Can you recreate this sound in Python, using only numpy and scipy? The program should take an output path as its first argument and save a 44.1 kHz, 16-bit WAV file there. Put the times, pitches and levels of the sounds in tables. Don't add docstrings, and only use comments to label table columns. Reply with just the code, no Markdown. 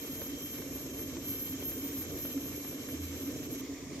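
import sys
import numpy as np
from scipy import signal
from scipy.fft import rfft, irfft
from scipy.io import wavfile

SR = 44100
rng = np.random.default_rng(int(sys.argv[2]) if len(sys.argv) > 2 else 0)


def dump_mix(stems):
    frames = np.atleast_2d(stems).T
    limited = np.clip(frames, -1, 1)
    pcm = np.round(limited * 32767).astype(np.int16)
    wavfile.write(sys.argv[1], SR, pcm)


N = 176400

# (frequency [Hz], relative level [dB])
CHORUS_COLOUR = [(4300, -48), (5100, -16.5), (5400, 7.5), (5680, 0.5), (5950, 5.5), (6300, 0.5),
                 (6650, 6.5), (7000, 2.5), (7250, 4), (7550, -2), (7900, 3.5), (8700, -52)]
# (frequency [Hz], left-right likeness [-1 to 1])
CHORUS_LIKENESS = [(5200, -0.77), (5800, -0.06), (6300, 0.23), (6700, 0.37), (7100, -0.34), (7600, -0.42)]
# (pitch [Hz], level [dB])
SINGERS = [(5660, -63.5), (6640, -64.5), (6950, -63.5), (7420, -65)]
# (time [s], level [dB])
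SHRILL_LEVEL = [(.8, -82), (.92, -61), (1.16, -58), (1.32, -60), (1.48, -70), (1.62, -96), (3.58, -78),
                (3.63, -62), (4, -69)]
# (time [s], relative level [dB])
NEAREST_TOP_LEVEL = [(0.0, -58), (0.09, -55.5), (0.14, -54), (0.27, -54), (0.34, -64), (0.47, -54),
                     (0.6, -57.5), (0.65, -60.5), (0.76, -54), (0.93, -63), (1.01, -52.5), (1.17, -69.5),
                     (1.28, -50.5), (1.52, -54), (1.57, -63), (1.68, -49), (1.78, -55.5), (1.86, -51.5),
                     (1.91, -55.5), (2.0, -50), (2.06, -61), (2.26, -51), (2.33, -57.5), (2.47, -57),
                     (2.52, -57.5), (2.62, -55.5), (2.85, -61), (2.9, -55.5), (2.99, -65), (3.05, -58),
                     (3.12, -62), (3.27, -58.5), (3.35, -63), (3.49, -63), (3.53, -52), (3.58, -60.5)]
# (time [s], level [dB])
SECOND_LEVEL = [(0, -45), (.5, -40.5), (.72, -55), (.92, -44), (1.75, -43), (2.17, -49), (2.33, -40),
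                (2.5, -57), (2.8, -43.5), (3.6, -51)]
# (multiple of the click rate, gain of the nearest [dB], gain of the second [dB], left lead [rad])
OVERTONES = [(10, -16.5, -12, -2.5), (11, -23, -28, -3), (20, -20, -25, 6), (30, -22.5, -36, 4),
             (39, -37, -26, 7), (40, 4.5, 3.5, -2.0), (41, -30, -5, 6), (42, -28, -18, -10.5)]
# (time [s], half length [s], level [dB])
RUSTLES = [(0.153, .015, -51), (0.62, 0.014, -55), (1.28, 0.04, -54)]
# (frequency [Hz], relative level [dB])
RUSTLE_COLOUR = [(1000, 3), (3500, 2), (8000, 6), (10000, 2), (11500, -31), (15000, -30)]
# (time [s], level [dB])
HUM_LEVEL = [(0, -69), (1.5, -59.5), (2.85, -60), (3.02, -42.5), (3.2, -55), (3.5, -53), (3.7, -70),
             (4, -55)]
# (frequency [Hz], relative level [dB])
STEAM_CLOSE_COLOUR = [(400, -21), (800, -1.5), (1150, 3.5), (1450, -2), (1800, 2), (1980, -1.5), (2200, 5),
                      (2650, 0.5), (3750, -1), (4020, 4.5), (4300, -2.5), (6500, -0.5), (8300, -4.5),
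                      (9200, -9.5), (10200, -11), (11200, -40), (15000, -49)]
# (frequency [Hz], relative level [dB])
STEAM_FAR_COLOUR = [(400, -37), (800, 0), (1150, 6), (1450, -7), (1850, 3.5), (2250, 6.5), (2650, -1.5),
                    (3500, 2), (4050, -1), (4600, 0.5), (6500, 0), (8300, -8), (10300, -8.5), (11200, -30),
                    (15000, -26)]
# (frequency [Hz], left-right likeness [clipped to -1 to 1])
STEAM_LIKENESS = [(600, 0.18), (1600, 0.63), (2300, 0.38), (3000, -0.15), (4000, -0.092), (5500, 0.33),
                  (7500, -1.17), (8400, 0.66), (9000, 0.15)]
# (time [s], level [dB], starting pitch [Hz])
POPS = [(0.217, -38.5, 1790), (0.265, -45, 2100), (0.62, -42.5, 1510), (0.756, -52.5, 950),
        (0.992, -42, 1160), (1.167, -40, 1780), (1.623, -40.5, 2140), (1.716, -41, 1690),
        (2.016, -43.5, 1890), (2.251, -40, 1500), (2.375, -42, 1310), (2.516, -43, 900), (2.647, -42, 1070),
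        (2.886, -41, 1030)]
# (frequency [Hz], relative level [dB])
POP_COLOUR = [(100, -20), (250, -1), (450, 9), (800, -6.5), (1200, -9), (2100, -6.5), (3000, -14),
              (6000, -17), (9500, -46), (12000, -60)]
# (time [s], level [dB], decay [s], pitch [Hz])
BOOMS = [(0.3, -35, 0.022, 286), (1.162, -34.5, 0.0099, 338), (1.522, -36.5, .014, 271.3),
         (2.353, -31, 0.023, 276.6), (2.887, -37.5, 0.019, 297.6), (3.275, -33.5, 0.023, 273.4),
         (3.397, -32, 0.0095, 285), (3.52, -33.5, 0.013, 289.4)]
# (frequency [Hz], relative level [dB])
FLAME_COLOUR = [(20, -39), (32, -20), (42, -7.5), (60, 0), (100, 1), (150, 1.5), (200, -4.5), (250, -1.5),
                (330, 4), (390, 0.5), (480, 0), (530, -5.5), (610, -7.5), (720, -14.5), (900, -32.5),
                (1500, -60)]
# (time [s], gain [dB])
BOIL_GAIN = [(0, -0.5), (1.0, 0.65), (1.7, 0.5), (2.3, 2), (2.7, 0.5), (3.35, 2), (3.8, -0.5), (4, 1)]

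STEP_BACK_S = 3.612


def undb(db):
    return 10 ** (np.asarray(db) / 20)


def unit(x):
    return x / np.sqrt(np.mean(np.abs(x) ** 2))


def curve(rows):
    times, values = np.transpose(rows)
    return np.interp(np.arange(N) / SR, times, values)


def over_hz(rows):
    hz, values = np.transpose(rows)
    return np.interp(np.log(np.arange(N // 2 + 1) * SR / N + 1), np.log(hz), values)


def noise(colour):
    return unit(irfft(rfft(rng.standard_normal(N)) * undb(over_hz(colour)), N))


def ring(hz, width_hz):
    f = np.arange(N // 2 + 1) * SR / N
    return unit(irfft(rfft(rng.standard_normal(N)) / (1 + 2j * (f - hz) / width_hz) ** 2, N))


def walk(rate_hz):
    f = np.arange(N // 2 + 1) * SR / N
    return unit(irfft(rfft(rng.standard_normal(N)) * np.exp(-(f / rate_hz) ** 2) * (f > 0), N))


def pan(left_db):
    return undb(np.array([[left_db], [-left_db]]) / 2)


def wash(colour, likeness, flicker_db, rate_hz, bands=10):
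    alike = np.clip(over_hz(likeness), -1, 1)
    mid, side = (rfft(rng.standard_normal(N)) * np.sqrt(1 + s * alike) for s in (1, -1))
    spectra = np.array([mid + side, mid - side]) * undb(over_hz(colour))
    band_index = over_hz([(colour[0][0], 0), (colour[-1][0], bands - 1)])
    shared = walk(rate_hz)
    out = 0
    for k in range(bands):
        band = irfft(spectra * np.maximum(1 - abs(band_index - k), 0), N)
        out += band * undb(flicker_db * (shared + walk(rate_hz)))
    return unit(out)


def stepped_back(db):
    return undb(curve([(STEP_BACK_S, 0), (STEP_BACK_S + 0.0041, db)]))


def chorus():
    crowd = undb(-53.5) * wash(CHORUS_COLOUR, CHORUS_LIKENESS, flicker_db=1, rate_hz=49)
    for hz, db in SINGERS:
        gain = undb(db + 2.2 * walk(3.6))
        crowd += gain * np.array([ring(hz, width_hz=170) for _ in range(2)])
    return crowd * stepped_back(db=-3)


def shrill_insect():
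    return undb(curve(SHRILL_LEVEL)) * ring(13260, width_hz=380)


def cicada(click_hz, body_db, top_db, overtones):
    jitter, top_multiple = 0.001, 35
    phase = 2 * np.pi * np.cumsum(click_hz * (1 + jitter * walk(180))) / SR
    voice = 0
    for multiple, db, lead in overtones:
        waver_db = min(-db / 5, 1.6) * walk(13)
        level_db = db + (top_db if multiple > top_multiple else body_db) + waver_db
        voice += undb(level_db) * np.sin(multiple * phase + np.array([[lead], [0]]))
    flutter = undb(1.3 * walk(28))
    roughness = 0.19 * walk(410)
    throb = 0.13 * ring(145, width_hz=60)
    return voice * flutter * (1 + roughness + throb)


def near_cicadas():
    t = np.arange(N) / SR
    swaying_hz = 313.6 + 1.3 * np.cos(2 * np.pi * t / 1.84)
    sinking_hz = 318.5 - 4 * t
    nearest = cicada(swaying_hz, body_db=-44, top_db=curve(NEAREST_TOP_LEVEL) + 10,
                     overtones=[(k, db, lead) for k, db, _, lead in OVERTONES])
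    second = cicada(sinking_hz, body_db=curve(SECOND_LEVEL), top_db=curve(SECOND_LEVEL) - 22,
                    overtones=[(k, db, lead) for k, _, db, lead in OVERTONES])
    return (nearest + second) * stepped_back(db=-27)


def hum():
    gain = undb(curve(HUM_LEVEL) + 3 * walk(2.4))
    hz = 87 + 1.57 * walk(3.5)
    return gain * unit(np.sin(2 * np.pi * np.cumsum(hz) / SR))


def leaves():
    t = np.arange(N) / SR
    swell = sum(undb(db) * np.exp(-((t - at) / half_s) ** 2) for at, half_s, db in RUSTLES)
    return swell * np.array([noise(RUSTLE_COLOUR), noise(RUSTLE_COLOUR)])


def simmer():
    bubbles_per_s, decay_s, glide_per_s = 88, 0.0016, 3.8
    t = np.arange(SR // 25) / SR
    shape = t * np.exp(-t / decay_s)
    out = np.zeros((2, N + len(t)))
    for when, pitch, size, side in rng.random((int(bubbles_per_s * N / SR), 4)):
        hz = 2170 * (1 + 0.132 * (2 * pitch - 1))
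        phase = 2 * np.pi * hz * (t + glide_per_s * t ** 2 / 2)
        lead = np.array([[side - 0.5], [0.5 - side]])
        start = int(when * N)
        out[:, start:start + len(t)] += size ** 2 * shape * np.sin(phase + lead)
    return undb(-71.5) * unit(out[:, :N])


def steam():
    far_share = curve([(STEP_BACK_S, 0), (STEP_BACK_S + 0.01, 1)])
    close = undb(-52) * wash(STEAM_CLOSE_COLOUR, STEAM_LIKENESS, flicker_db=1.09, rate_hz=30)
    far = undb(-52.5) * wash(STEAM_FAR_COLOUR, STEAM_LIKENESS, flicker_db=1.09, rate_hz=9)
    return np.sqrt(1 - far_share) * close + np.sqrt(far_share) * far


def pops():
    small_per_s, rise_s, decay_s, ring_db, glide_per_s = 26, 0.0005, 0.005, -7.5, 12.5
    grit = noise(POP_COLOUR) + 0.29 * np.array([noise(POP_COLOUR), noise(POP_COLOUR)])
    t = np.arange(SR // 6) / SR
    shape = (1 - np.exp(-t / rise_s)) * np.exp(-t / decay_s)
    small = [(when * N / SR, -54 + np.log(size + 0.13), 1405 * 2 ** (pitch - 0.5))
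             for when, size, pitch in rng.random((int(small_per_s * N / SR), 3))]
    bursts, rings = np.zeros((2, N + len(t)))
    for at, db, hz in POPS + small:
        span = slice(int(at * SR), int(at * SR) + len(t))
        phase = 2 * np.pi * hz * (t + glide_per_s * t ** 2 / 2)
        bursts[span] += undb(db) * shape
        rings[span] += undb(db + ring_db) * shape * np.sin(phase)
    return bursts[:N] * grit + rings[:N]


def booms():
    rise_s = 0.007
    t = np.arange(SR // 6) / SR
    out = np.zeros(N + len(t))
    for at, db, decay_s, hz in BOOMS:
        shape = (1 - np.exp(-t / rise_s)) ** 2 * np.exp(-t / decay_s)
        start = int(at * SR)
        out[start:start + len(t)] += undb(db) * shape / shape.max() * np.sin(2 * np.pi * hz * t)
    return out[:N]


def pot_on_burner():
    likeness = [(100, 0.86), (400, 0.9), (800, 0.67)]
    flame = undb(-46.5) * wash(FLAME_COLOUR, likeness, flicker_db=1.58, rate_hz=26.6)
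    pot = undb(-45) * ring(274.5, width_hz=45.2)
    return (flame + pot) * undb(curve(BOIL_GAIN))


def scene():
    hiss = (steam() + chorus()) * pan(left_db=-0.5)
    around = near_cicadas() + shrill_insect() + simmer() + leaves()
    stove = (pot_on_burner() + hum() + pops() + booms()) * pan(left_db=-1.4)
    return hiss + around + stove


def record(dry):
    return signal.sosfilt(signal.ellip(8, 0.2, 70, 15700, fs=SR, output="sos"), dry)


dry = scene()
out = record(dry)
dump_mix(out)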